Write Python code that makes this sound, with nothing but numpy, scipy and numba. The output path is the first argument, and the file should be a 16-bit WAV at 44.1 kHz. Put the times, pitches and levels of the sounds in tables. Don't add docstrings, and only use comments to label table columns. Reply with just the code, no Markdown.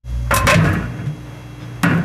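import sys
import numpy as np
from scipy import signal
from scipy.fft import rfft, irfft, next_fast_len
from scipy.io import wavfile
from scipy.ndimage import uniform_filter1d, map_coordinates
from numba import njit

SR = 44100
rng = np.random.default_rng(int(sys.argv[2]) if len(sys.argv) > 2 else 0)


def output_pcm(signal):
    pcm = np.clip(np.atleast_2d(signal).T, -1, 1) * 32767
    wavfile.write(sys.argv[1], SR, np.round(pcm).astype(np.int16))


def ratio(d):
    e = np.asarray(d, float) / 20
    return 10 ** e


N = 90272


def unit(x):
    return x / np.sqrt(np.mean(x ** 2) + 1e-20)


def along(points, hz):
    f, v = np.transpose(points)
    return np.interp(np.log(hz + 1), np.log(f + 1), v)


def wobble(rate_hz):
    knots = rng.standard_normal(int(N * rate_hz / SR) + 4)
    return map_coordinates(knots, [np.arange(N) * rate_hz / SR])


def filtered(x, response):
    m = next_fast_len(N + SR // 2)
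    return irfft(rfft(x, m) * response(np.fft.rfftfreq(m, 1 / SR)), m)[..., :N]


def shaped_noise(response):
    return unit(filtered(rng.standard_normal(N), response))


def body(peaks, f):
    total = 0
    for k, (centre_hz, width_hz, db) in enumerate(peaks):
        damping = 1j * f * width_hz
        total = total + (-1) ** k * ratio(db) * damping / (centre_hz ** 2 - f * f + damping)
    return total


def causal(gain, size):
    c = irfft(np.log(gain + 1e-4), size)
    c = np.concatenate([c[:1], 2 * c[1:size // 2], np.zeros(size - size // 2)])
    return np.exp(rfft(c))


CRACK, CRACK_S = 2.17, 0.00016


def contacts(events, colour, grit_db, octaves=9, slope=None):
    m = next_fast_len(N + SR // 2)
    f, t = np.fft.rfftfreq(m, 1 / SR), np.arange(SR) / SR
    shape, slope_db = colour(f), along(slope, f) if slope else 0
    total = 0
    for start_s, level_db, rise_s, t60_s, *centre_hz in events:
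        decay = ratio(level_db - 60 * t / (t60_s + 0.0016))
        swell = decay * (1 - np.exp(-t / (rise_s + 1e-4)) + CRACK * np.exp(-t / CRACK_S))
        grit = ratio(grit_db * np.resize(wobble(900), SR))
        push = swell * unit(grit * rng.standard_normal(SR))
        distance = np.log2((f + 1) / (centre_hz or [150])[0]) / octaves
        tint = shape * causal(ratio(slope_db - 6.35 * distance ** 2), m)
        placed = np.pad(push, (round(start_s * SR), 0))[:N]
        total = total + rfft(placed, m) * tint / np.sqrt(np.mean(abs(tint) ** 2))
    return irfft(total, m)[:N]


# start_s, level_db, rise_s, t60_s
THUMPS = [(.308, -16.5, 0.0022, 0.36), (.39, -20.5, 0.06, 0.99), (.445, -10, 0.023, 0.42),
          (.545, -15, 0.0031, 0.95), (.62, -16, 0.0063, 1), (.72, -17.5, 0.0069, 0.31),
          (.96, -28, 0.014, 0.75), (1.09, -32, 0.007, 0.44), (1.6, -31, 0.014, 0.59),
          (1.833, -15, 0.0048, 1), (1.9, -17, 0.011, 0.38)]
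# centre_hz, width_hz, level_db
CASE_MODES = [(60, 27, -18), (100, 19.4, -3.5), (163.5, 32.6, -2), (252.8, 26.5, -5.5), (319.6, 37, -11.5),
              (383.4, 15.3, -9.5), (450, 104, -16.5)]


def case_thumps():
    return contacts(THUMPS, lambda f: body(CASE_MODES, f), grit_db=-1.5)


# start_s, level_db, rise_s, t60_s, centre_hz
RATTLES = [(0.244, -38, 0.019, .6, 1300), (.308, -9, 0.0007, 0.25, 1530),
           (0.361, -9.5, 0.0018, 0.062, 1570), (.383, -25.5, 0.0015, 1, 1350),
           (0.4693, -6, 0.00018, 0.25, 1690), (.497, -4.5, 0.0022, 0.13, 2300),
           (.509, -7.5, 0.0015, 0.059, 2900), (0.542, -15, 0.00056, 0.1, 2600),
           (.575, -19, 0.0058, 0.7, 1390), (.64, -21.5, 0.0045, 0.76, 1600),
           (.735, -27, 0.0027, 0.25, 1700), (.82, -30, 0.0065, 0.21, 1450), (0.971, -27, 0.026, 0.24, 1440),
           (1.055, -35.5, 0.0026, 0.13, 2100), (1.601, -32.5, 0.02, 0.15, 1450),
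           (1.833, -7.5, 0.00022, 0.12, 1680), (1.834, -15, 0.0008, .22, 2750),
           (1.86, -10.5, 0.031, 0.36, 1510), (1.919, -30, 0.023, 0.33, 1500)]
# centre_hz, width_hz, level_db
LATCHED_PANELS = [(560, 123, 8), (630, 51, 6.5), (1043, 16, 5.5), (1184, 78, -6.5), (1362, 92, 1),
                  (1540, 48, -2.5), (1677, 136, 0), (1860, 27, -8), (2365, 130, -5), (2430, 120, -13),
                  (2600, 44, 2), (1600, 2500, -5.5), (3520, 1340, -12)]
# centre_hz, width_hz, level_db
FREE_PANELS = [(581, 28, 7), (678, 50, 6), (965, 45, -3.5), (1087, 74, 0), (1277, 37, -0.5),
               (1440, 33.5, 4), (1530, 51, -1.5), (1690, 46, 2.5), (1894, 31, -3.5), (2243, 88, -6.5),
               (2376, 50, -8), (2696, 274, -5), (1600, 2340, -12.5)]
OPENS_S, RATTLE_DB = .56, -1.5


def panel_rattle():
    before = [r for r in RATTLES if r[0] < OPENS_S]
    after = [r for r in RATTLES if r[0] >= OPENS_S]
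    latched = contacts(before, lambda f: body(LATCHED_PANELS, f), grit_db=2.0, octaves=1.24)
    free = contacts(after, lambda f: body(FREE_PANELS, f), grit_db=2.5, octaves=1.22)
    return ratio(RATTLE_DB) * (latched + free)


# start_s, level_db, rise_s, t60_s, centre_hz
SCRAPES = [(.311, -32.5, 0.0014, 0.15, 6000), (.3405, -12.5, 0.00074, 0.12, 9900),
           (.3635, -11, 0.0015, 0.082, 7800), (.378, -21, 0.0036, 0.056, 7000),
           (.4698, -11, 0.00018, 0.0049, 5800), (.471, -14.5, 0.00057, 0.3, 5120),
           (.498, -9, 0.0047, 0.078, 6300), (.543, -10.5, 0.00053, 0.058, 4640), (.6, -46, .01, 0.41, 9000),
           (.645, -25.5, 0.015, 0.12, 5850), (.69, -33, 0.0024, 0.038, 9100),
           (.732, -29.5, 0.0018, 0.05, 10400), (1.062, -39, 0.0054, 0.081, 5700),
           (1.6, -45, 0.0067, 0.4, 4100), (1.8334, -20, .0001, 0.01, 9000),
           (1.838, -20.5, 0.00039, 0.035, 9900), (1.945, -40, .003, 0.022, 10000),
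           (1.975, -35, 0.0044, 0.036, 10000)]
# freq_hz, density_db
HOOK_SLOPE = [(1500, 25), (3000, 7.5), (5700, -6), (13400, -3), (15000, 8), (16000, -41)]
# centre_hz, width_hz, level_db over the scrape
HOOK_MODES = [(3890, 86, 2), (5100, 32, -4.5), (5700, 170, 3), (7050, 137, -2.5)]


def hook_scrapes():
    def colour(f):
        return 1 + sum(body([mode], f) for mode in HOOK_MODES)
    return contacts(SCRAPES, colour, grit_db=-1, octaves=0.9, slope=HOOK_SLOPE)


# start_s, peak_db, pitch_hz
KNOCKS = [(0.3119, -5, 1390), (0.3216, -8, 1030), (0.3261, -8, 1430), (0.3316, -8, 1520),
          (0.3356, -7, 1120), (0.3426, -10, 1040), (0.365, -8, 1320), (0.3738, -11, 2530),
          (0.383, -9, 1220), (0.4019, -13, 1060), (0.4705, -3, 1220), (0.4754, -9, 1240), (0.481, -7, 1530),
          (0.489, -7, 1100), (0.499, -6, 2380), (0.5045, -6, 1580), (0.5133, -6, 2470), (0.5221, -7, 1130),
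          (0.5285, -11, 1910), (0.5349, -9, 1740), (0.5413, -7, 2150), (0.5463, -9, 2430),
          (0.5634, -13, 1790), (0.5795, -19, 1820), (0.5909, -18, 1840), (0.6075, -17, 1730),
          (0.6538, -16, 1530), (0.6772, -15, 1780), (0.7058, -15, 1680), (0.7194, -18, 1660),
          (0.7379, -19, 1250), (0.7544, -19, 1680), (0.7977, -23, 1180), (0.8279, -22, 1320),
          (1.8345, -8, 1230), (1.8556, -13, 1260), (1.8657, -12, 1570), (1.8816, -16, 1230),
          (1.8971, -19, 1490), (1.913, -13, 1510), (1.9341, -16, 1500), (1.9513, -19, 1410),
          (1.9757, -21, 1500), (1.9887, -22, 1530), (2.0014, -24, 1580), (2.0176, -25, 1420)]
KNOCK_T60_S = .016
# start_s, peak_db
SNAPS = [
    (.3122, -9),
    (.4701, -1),
    (1.8331, 5),
]
SNAP_S = .00004


def knocks():
    t, total = np.arange(SR // 20) / SR, np.zeros(N + SR)
    for start_s, peak_db, pitch_hz in KNOCKS:
        sign = rng.choice([-1, 1])
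        knock = sign * ratio(peak_db - 60 * t / KNOCK_T60_S) * np.sin(2 * np.pi * pitch_hz * t)
        total[round(start_s * SR):][:len(t)] += knock
    for start_s, peak_db in SNAPS:
        click = ratio(peak_db) * (1 - t / SNAP_S) * np.exp(-t / SNAP_S)
        total[round(start_s * SR):][:len(t)] += click
    return total[:N]


def door():
    return case_thumps() + panel_rattle() + hook_scrapes() + knocks()


# start_s, pitch_hz, level_db, t60_s, lasts_s
RINGS = [(.308, 550, -21, 0.48, 0.185), (.335, 1043, -19, 1, .115), (0.366, 2580, -24.5, 0.34, 0.045),
         (.33, 100, -17.5, 1.6, 0.075), (.425, 90.3, -14, 2.5, 0.026), (.47, 1044, -15, 1.9, 0.06),
         (.472, 560, -18, 2.5, 0.0407), (.49, 590, -16.5, 5.4, 0.042), (.518, 606.5, -12, 2.8, 0.032),
         (0.506, 2470, -15, 0.18, 0.05), (.544, 163.5, -8.5, 0.63, 0.115),
         (0.553, 104.3, -13.5, 2.2, 0.074), (0.658, 157.9, -16, 0.88, 0.043), (.69, 100, -15.5, 1.1, 0.031),
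         (1.066, 148.2, -16.5, 0.35, 0.091), (1.833, 172.8, -11.5, 0.74, 0.083),
         (1.835, 284.3, -17, 0.56, 0.091), (1.94, 173, -16.5, 1, 0.09), (1.899, 253, -19, 0.65, 0.041)]
# start_s, pitch_hz, level_db, t60_s, lasts_s
SINGS = [
    (.655, 1450, -31, 1.5, .07),
    (.662, 1670, -30, .8, .063),
    (.82, 1445, -37, 1, .045),
    (1.595, 5080, -59, 5, .075),
    (1.607, 3545, -54, 50, .038),
]
RING_RISE_TURNS, RING_STOP_S = .5, 0.0022
RING_WOBBLE_DB, RING_DRIFT_RAD = 1.3, .35


def rings():
    t, total = np.arange(N) / SR, 0
    for start_s, pitch_hz, level_db, t60_s, lasts_s in RINGS + SINGS:
        u = np.clip(t - start_s, 0, None)
        rise = 1 - np.exp(-u * pitch_hz / RING_RISE_TURNS)
        choke = np.exp(-np.clip(u - lasts_s, 0, None) / RING_STOP_S)
        level = ratio(level_db - 60 * u / t60_s + RING_WOBBLE_DB * wobble(40.16))
        phase = 2 * np.pi * pitch_hz * u + RING_DRIFT_RAD * wobble(60)
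        total = total + np.sqrt(2) * rise * choke * level * np.sin(phase)
    return total


# freq_hz, t60_s
KITCHEN = [(100, 0.97), (1000, 0.82), (4000, 0.33), (12000, 0.078)]
WET_DB = -15


def kitchen(x):
    hz, t, z = signal.stft(rng.standard_normal(SR), SR, nperseg=256)
    decay = ratio(-60 * t / along(KITCHEN, hz)[:, None])
    tail = signal.istft(z * decay, SR, nperseg=256)[1]
    return signal.fftconvolve(x, tail / np.linalg.norm(tail))[:N]


def tone(hz, db, shift_s):
    return np.sqrt(2) * ratio(db) * np.cos(2 * np.pi * hz * (np.arange(N) / SR + shift_s))


# freq_hz, open_db, shut_gain_db, wobble_db
HUM = [
    (59.7, -53, 31, 2.9),
    (119.6, -37.5, 8.5, 2.36),
    (143.3, -38.5, -10, 2),
    (562, -68.5, 13.5, 7.5),
]
FAN_HZ, FAN_DB, FAN_FROM_S, FAN_RISE_S = 302, -44, 0.82, 0.078


def compressor(shut, shift_s):
    total = 0
    for hz, open_db, shut_gain_db, wobble_db in HUM:
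        total = total + tone(hz, open_db + shut_gain_db * shut + wobble_db * wobble(14), shift_s)
    opening = np.clip((np.arange(N) / SR - FAN_FROM_S) / FAN_RISE_S, 0, 1)
    return total + opening * tone(FAN_HZ, FAN_DB + wobble(11.9), shift_s)


# freq_hz, level_db
WHINE = [(2099, -56.5), (2697, -56), (3295, -56.5), (3898, -66), (4797, -70), (5394, -69.5), (5949, -65),
         (6455, -67.5), (6551, -70), (10191, -73), (10788, -74), (10939, -83), (11386, -84.5), (11687, -77)]
MUFFLED_HZ, MUFFLED_DB = 3000, -5


def camera_motor(shut, shift_s):
    total = 0
    for hz, db in WHINE:
        muffle_db = MUFFLED_DB * shut * (hz < MUFFLED_HZ)
        total = total + tone(hz, db + muffle_db + 1.2 * wobble(8), shift_s)
    return total


# freq_hz, density_db
AIR = [(24, -37), (60, -18.5), (137, 0), (237, -13.5), (600, -16), (1500, -20.5), (2200, -24.5),
       (6300, -44)]
AIR_DB, AIR_SHUT_DB = -38.5, -6.5
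# freq_hz, density_db
HISS = [(1000, -11), (6300, -0.5), (8500, -10), (10500, -6.5), (14300, -13), (15000, -40)]
HISS_DB, HISS_SHUT_DB = -60.5, 8.5
BOX_AIR_DB = -41


def air_noise(shut):
    air = shaped_noise(lambda f: ratio(along(AIR, f)))
    air = air * ratio(AIR_DB + AIR_SHUT_DB * shut + 2.3 * wobble(6.12))
    hiss = ratio(HISS_DB + HISS_SHUT_DB * shut) * shaped_noise(lambda f: ratio(along(HISS, f)))
    cavity = shaped_noise(lambda f: body([(215, 80, 0)], f) ** 2)
    return air + hiss + ratio(BOX_AIR_DB) * shut ** 3 * cavity


# time_s, shut_0_to_1
SHUT = [(0, 0.92), (.32, 1), (.4, 1), (.62, 0.77), (.8, 0.83), (1.0, 0.27), (1.2, 0.42), (1.5, 0.24),
        (2.05, 0.36)]


def background():
    shut = np.interp(np.arange(N) / SR, *np.transpose(SHUT))
    shift_s = rng.random()
    return compressor(shut, shift_s) + camera_motor(shut, shift_s) + air_noise(shut)


def scene():
    hits = door()
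    return (hits + rings() + ratio(WET_DB) * kitchen(hits) + background())[None]


@njit
def follow(x, up, down):
    out, level = np.empty_like(x), 0.
    for i in range(len(x)):
        level += (up if x[i] > level else down) * (x[i] - level)
        out[i] = level
    return out


def low_pass(x):
    return signal.sosfilt(signal.butter(12, 16510, fs=SR, output="sos"), x)


KNEE_DB, SQUEEZE, GRIP_S, LET_GO_S = -10.5, 0.39, 0.00085, 0.037
CEILING, MIC_TOP_HZ = .84, 13940
FADE_FROM_S, FADE_S = 0.034, 0.058


def record(dry):
    level = follow(abs(dry[0]), 1 / (GRIP_S * SR + 1), 1 / (LET_GO_S * SR))
    gain = np.maximum(level / ratio(KNEE_DB), 1) ** -SQUEEZE
    x = dry * uniform_filter1d(gain, size=61)
    x = x / (1 + abs(x / CEILING) ** 5) ** .2
    x = filtered(x, lambda f: 1 / (1 + (f / MIC_TOP_HZ) ** 30))
    fade = np.clip((np.arange(N) / SR - FADE_FROM_S) / FADE_S, 1e-3, 1)
    return low_pass(x * fade)


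dry = scene()
out = record(dry)
output_pcm(out)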